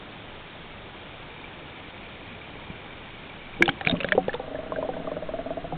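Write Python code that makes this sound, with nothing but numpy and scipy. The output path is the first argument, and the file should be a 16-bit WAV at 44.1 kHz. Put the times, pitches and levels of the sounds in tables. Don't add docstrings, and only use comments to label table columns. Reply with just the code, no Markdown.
import sys
import numpy as np
from scipy.fft import rfft, irfft, next_fast_len
from scipy.io import wavfile
from scipy.ndimage import map_coordinates

SR = 44100
rng = np.random.default_rng(int(sys.argv[2]) if len(sys.argv) > 2 else 0)


def bounce(signal):
    frames = np.transpose(np.atleast_2d(signal))
    limited = np.clip(frames, -1, 1)
    pcm = np.round(limited * 32767).astype(np.int16)
    wavfile.write(sys.argv[1], SR, pcm)


N = 254456
TIME = np.arange(N) / SR
AGE = np.arange(SR // 3) / SR
TOP_HZ = 16500
SUNK_S, PLUNGE_S = 3.82, 3.87
SUBMERGED = (TIME > SUNK_S).astype(float)


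def amp(db):
    return 10 ** (np.asarray(db) / 20)


def unit_rms(x):
    return x / np.sqrt(np.mean(x ** 2) + 1e-20)


def unit_peak(x):
    return x / np.max(np.abs(x))


def gain_at(spectrum, hz):
    freq_hz, level_db = np.transpose(spectrum)
    return amp(np.interp(np.log(hz + 1), np.log(freq_hz + 1), level_db))


def wobble(rate):
    return map_coordinates(rng.standard_normal(int(N * rate / SR) + 4), [TIME * rate])


def filtered(x, response):
    size = next_fast_len(len(x) + SR // 4)
    return irfft(rfft(x, size) * response(np.fft.rfftfreq(size, 1 / SR)), size)[:len(x)]


def resonate(x, modes):
    def response(f):
        return sum((-1) ** k * amp(db) * 1j * f * width / (centre ** 2 - f ** 2 + 1j * f * width)
                   for k, (centre, width, db) in enumerate(modes))
    return filtered(x, response)


def noise(spectrum, lo=0, hi=TOP_HZ):
    white = rng.standard_normal(N)
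    return unit_rms(filtered(white, lambda hz: gain_at(spectrum, hz) * (hz >= lo) * (hz < hi)))


def add(track, start_s, sound):
    part = track[max(round(start_s * SR), 0):][:len(sound)]
    part += sound[:len(part)]


def fade(t60, attack):
    return (1 - np.exp(-(AGE / attack) ** 2)) * amp(-60 * AGE / t60)


def ring(hz, t60, attack, rise=0):
    settle_s = 0.012
    pitch = hz * (1 + rise * (.5 - np.exp(-AGE / settle_s)))
    return unit_peak(fade(t60, attack)) * np.sin(2 * np.pi * np.cumsum(pitch) / SR)


def spit(modes, t60, attack):
    return unit_peak(resonate(rng.standard_normal(len(AGE)) * fade(t60, attack), modes))


def drips(centre_hz, spread, t60, size_db, count):
    out = np.zeros(N)
    age = AGE[:SR // 30]
    shape = fade(t60, attack=0.00025)[:len(age)]
    starts = rng.uniform(0, N / SR, count)
    pitches = centre_hz * np.exp(spread * rng.standard_normal(count))
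    sizes = np.minimum(rng.exponential(1, count), 2)
    for start_s, hz, size in zip(starts, pitches, sizes):
        add(out, start_s, amp(size_db * size) * shape * np.sin(2 * np.pi * hz * age))
    return unit_rms(out)


# freq_hz, relative_db
RUSH_SPECTRUM = [(12, -31), (20, 7), (27, -8.5), (103, -4.5), (170, -5), (231, -7), (436, -10), (509, -11),
                 (809, -12), (1060, -14.5), (2000, -15.5), (2600, -44), (4400, -120)]
# freq_hz, relative_db
SPRAY_SPECTRUM = [(1800, 3.5), (2300, 3.5), (2700, 0), (3400, 2.5), (3750, 0), (4100, -8.5), (4600, -11)]
def stream():
    rumble_db = -49.5 + 0.7 * TIME + .8 * wobble(9)
    rumble = amp(rumble_db) * noise(RUSH_SPECTRUM, hi=250)
    rush = noise(RUSH_SPECTRUM, lo=250, hi=1800)
    spray = noise(SPRAY_SPECTRUM, lo=1800)
    babble_db = -46.2 + 0.22 * wobble(2.3)
    low_pings = amp(-8.5) * drips(700, spread=.4, t60=0.031, size_db=1.5, count=600)
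    high_pings = amp(-5.5) * drips(2900, spread=.15, t60=0.0098, size_db=1.5, count=1200)
    babble = amp(babble_db) * unit_rms(rush + low_pings)
    hiss = amp(-48.5) * unit_rms(spray + high_pings)
    return rumble + babble + hiss


# time_s, level_db
TRICKLE_LEVELS = [(.6, -61.5), (1.3, -54), (3.55, -53)]
def trickle():
    level_db = np.interp(TIME, *np.transpose(TRICKLE_LEVELS))
    return amp(level_db) * drips(2330, spread=.03, t60=.03, size_db=3, count=1500)


# start_s, level_db
NEAR_DROPS = [(1.4413, -34), (2.4144, -36.5), (2.7004, -38.5), (3.2974, -36)]
def drops():
    out = np.zeros(N)
    for start_s, level_db in NEAR_DROPS:
        pitch_hz = 2340 * (1 + rng.normal(0, 0.012))
        add(out, start_s, amp(level_db) * ring(pitch_hz, t60=0.037, attack=.00048, rise=.024))
    return out


# start_s, level_db
CASE_BUMPS = [(2.701, -27.5), (3.623, -25.5), (3.69, -20), (3.871, -19), (3.937, -16), (4.046, -22),
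              (4.281, -30)]
def thumps():
    out = np.zeros(N)
    for start_s, level_db in CASE_BUMPS:
        add(out, start_s, amp(level_db) * ring(hz=179.4, t60=0.032, attack=0.00046))
    return out


def surge(peak_s, fall_db_per_s):
    rise_s = 0.022
    since_peak = TIME - peak_s
    return np.clip(1 + since_peak / rise_s, 0, 1) * amp(-fall_db_per_s * np.maximum(since_peak, 0))


# peak_s, level_db, fall_db_per_s
WATER_SURGES = [(3.61, -31.5, 172), (3.87, -36, 53), (4.68, -41, 9.5)]
# centre_hz, width_hz, relative_db
CHURN_MODES = [(169.2, 24, 6.5), (268, 48, 4), (470, 70, 1), (620, 31, -9.5)]
def churn():
    stir = sum(amp(level_db) * surge(peak_s, fall) for peak_s, level_db, fall in WATER_SURGES)
    flutter = amp(1.7 * wobble(24))
    return stir * flutter * unit_rms(resonate(rng.standard_normal(N), CHURN_MODES))


# pitch_hz, relative_db, t60_s
CAVITY_MODES = [(272.5, -9, 0.094), (502.3, 2.5, 0.047), (767, -3.5, 0.088)]
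def cavity():
    return sum(amp(db + rng.normal(0, 0.73)) * ring(hz * (1 + rng.normal(0, 0.025)), t60, attack=.0008)
               for hz, db, t60 in CAVITY_MODES)


# start_s, level_db, pitch_hz, t60_s, cavity_relative_db
AIR_POCKETS = [(3.608, -17.5, 337, 0.25, -19), (3.679, -14.5, 801, 0.056, -8),
               (3.69, -22.5, 276, 0.17, -1.5), (3.81, -25, 790, .047, -9), (3.872, -23.5, 735, .08, -8),
               (3.897, -23, 659, 0.09, -13), (3.926, -18.5, 251, 0.081, -12),
               (3.941, -21.5, 597, .055, -16), (4.004, -29, 550, 0.12, -15.5),
               (4.045, -19.5, 552, .05, -14), (4.123, -18.5, 610, 0.079, -18),
               (4.151, -18, 420, 0.046, -14.5), (4.178, -6.5, 475, 0.035, 3.5),
               (4.282, -15.5, 482, 0.022, -7), (4.341, -22.5, 480, 0.086, -16),
               (4.397, -21.5, 734, 0.049, 11.5), (4.889, -17.5, 680, .055, 12.5),
               (5.723, -22, 726, 0.11, -1)]
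def gulps():
    out = np.zeros(N)
    for start_s, level_db, pitch_hz, t60, cavity_db in AIR_POCKETS:
        pocket = ring(pitch_hz, t60, attack=0.00078, rise=0.04)
        add(out, start_s, amp(level_db) * unit_peak(pocket + amp(cavity_db) * cavity()))
    return out


# start_s, level_db, pitch_hz
WATER_SLAPS = [(3.6224, -5, 1580), (3.6236, -4, 2205), (3.6574, -18, 3480), (3.6789, -14.5, 2920),
               (3.69, -9, 1520), (3.6927, -15, 3220), (3.8103, -19.5, 1780), (3.849, -21.5, 2250),
               (3.8644, -21, 1470), (3.8715, -5.5, 2382), (3.884, -19.5, 3830), (3.896, -11, 3695),
               (3.9111, -17, 3740), (3.9202, -27, 2480), (4.0035, -18, 2490), (4.0087, -18, 2620),
               (4.032, -22.5, 2740), (4.0443, -16.5, 1590), (4.0866, -20, 1870), (4.121, -6, 1794),
               (4.2805, -28, 1300), (4.3312, -24, 1743), (4.3385, -24.5, 1340), (4.3439, -25, 3620)]
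# centre_hz, width_hz, relative_db
SPLATTER_MODES = [(1950, 3200, 2), (3220, 1100, 7), (3830, 550, 4), (4360, 550, -4)]
# pitch_hz, relative_db, t60_s
CASE_MODES = [(700, -10.5, 0.037), (1640, 0.5, 0.033), (1737, -4.5, 0.011), (2285, -1.5, 0.037)]
def slaps():
    out = np.zeros(N)
    main_mode_hz = CASE_MODES[1][0]
    for start_s, level_db, pitch_hz in WATER_SLAPS:
        ping = ring(pitch_hz, t60=.014, attack=0.001, rise=0.016)
        splatter = amp(-7.5 - .38 * level_db) * spit(SPLATTER_MODES, t60=0.018, attack=0.00045)
        case = sum(amp(db) * ring(hz * (1 + rng.normal(0, 0.0035)), t60, attack=0.00047)
                   for hz, db, t60 in CASE_MODES)
        octaves_off = abs(np.log2(pitch_hz / main_mode_hz))
        knock = amp(-2.5 - 11.5 * octaves_off) * unit_peak(case)
        add(out, start_s, amp(level_db) * unit_peak(ping + splatter + knock))
    return out


# freq_hz, relative_db
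HUSH_SPECTRUM = [(12, -48), (20, -2.5), (113, -7), (162, -3.5), (216, -13.5), (270, -4), (403, -9.5),
                 (563, -11), (644, -7), (840, -17), (1150, -15), (3570, -22.5), (4080, -26.5), (5300, -71),
                 (8980, -120)]
def underwater():
    swell_spectrum = [(8, -3.5), (25, -7), (70, -35), (300, -81.5)]
    swell = amp(-47 + 1.6 * wobble(5.2)) * noise(swell_spectrum)
    return amp(-41.5) * noise(HUSH_SPECTRUM) + swell


def crackle():
    gate = surge(PLUNGE_S, fall_db_per_s=22) * (TIME < GLUG_TRAIN[0][0])
    return amp(-46) * gate * drips(3000, spread=.25, t60=.009, size_db=8, count=900)


# start_s, length_s, level_db, pitch_hz
POCKET_THROBS = [(3.88, .12, -35, 173), (4.047, .25, -36.5, 187), (5.71, .1, -33.5, 163)]
def throbs():
    out = np.zeros(N)
    edge_s = 0.029
    for start_s, length_s, level_db, pitch_hz in POCKET_THROBS:
        held = np.clip(np.minimum(TIME - start_s, start_s + length_s - TIME) / edge_s, 0, 1)
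        gain = held * amp(level_db + wobble(30))
        wavering_hz = pitch_hz * (1 + 0.022 * wobble(40))
        out += gain * np.sin(2 * np.pi * np.cumsum(wavering_hz) / SR)
    return out


# start_s, level_db, pitch_hz
STRAY_BUBBLES = [(3.953, -31.5, 1125), (4.2935, -23, 1760), (4.35, -26, 900), (4.554, -33, 1740),
                 (4.721, -23, 1067), (4.76, -27.5, 1595), (4.826, -24, 1010), (4.935, -35.5, 1560),
                 (4.965, -33, 930), (5.072, -29.5, 1175)]
def blips():
    out = np.zeros(N)
    for start_s, level_db, pitch_hz in STRAY_BUBBLES:
        add(out, start_s, amp(level_db) * ring(pitch_hz, t60=.034, attack=0.00037, rise=.055))
    return out


# start_s, level_db
GLUG_TRAIN = [(4.438, -31.5), (4.477, -28), (4.513, -28), (4.546, -21.5), (4.587, -24.5), (4.631, -30),
              (4.662, -30), (4.72, -22), (4.763, -24.5), (4.785, -18.5), (4.826, -20.5), (4.847, -21.5),
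              (4.937, -29), (4.967, -25), (4.999, -29.5), (5.045, -28), (5.074, -22.5), (5.116, -21.5),
              (5.166, -22.5), (5.223, -23), (5.289, -22.5), (5.337, -21.5), (5.388, -22), (5.46, -23.5),
              (5.505, -21.5), (5.571, -23), (5.643, -25.5)]
def glugs():
    out = np.zeros(N)
    base_hz, climb_hz_per_s, sag_hz_per_db = 613.7, 41, 1.5
    burst_s, burst_length_s, burst_sag_hz = 5.1, .2, 34
    tick_modes = [(1010, 310, 3), (1690, 220, -0.5)]
    first_s = GLUG_TRAIN[0][0]
    usual_db = np.mean([level_db for _, level_db in GLUG_TRAIN])
    for start_s, level_db in GLUG_TRAIN:
        since_burst = start_s - burst_s
        pitch_hz = base_hz + climb_hz_per_s * (start_s - first_s)
        pitch_hz -= sag_hz_per_db * (level_db - usual_db)
        pitch_hz -= burst_sag_hz * (0 < since_burst < burst_length_s)
        chirp = ring(pitch_hz, t60=0.077 * np.exp(rng.normal(0, .15)), attack=0.0014, rise=0.19)
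        recoil = amp(-14) * ring(272, t60=0.12, attack=0.0011, rise=0.036)
        tick_gain = amp(-43) + (since_burst > 0) * amp(-31 - 46 * since_burst)
        tick = tick_gain * spit(tick_modes, t60=0.016, attack=0.00038)
        nudge = amp(-33 - level_db) * cavity()
        add(out, start_s, amp(level_db) * unit_peak(chirp + nudge + recoil) + tick)
    return out


def scene():
    above = (1 - SUBMERGED) * (stream() + trickle()) + drops()
    plunge = thumps() + churn() + gulps() + slaps() + crackle() + throbs()
    below = SUBMERGED * underwater() + blips() + glugs()
    return (above + plunge + below)[None]


# freq_hz, gain_db
MIC_RESPONSE = [(20, 0.5), (3750, 1), (3950, -7), (4300, -5), (4600, -35), (5000, -66.5)]
def record(dry):
    cutoff_hz, clip_level = 4550, .714
    treble = [(4300, 0), (5000, -6), (10000, -1), (14000, -8.5)]  # freq_hz, gain_db
    muffled = filtered(dry[0], lambda hz: gain_at(MIC_RESPONSE, hz) / np.sqrt(1 + (hz / cutoff_hz) ** 40))
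    clipped = np.clip(muffled, -clip_level, clip_level)
    return filtered(clipped, lambda hz: gain_at(treble, hz) * (hz < TOP_HZ))[None]


dry = scene()
out = record(dry)
bounce(out)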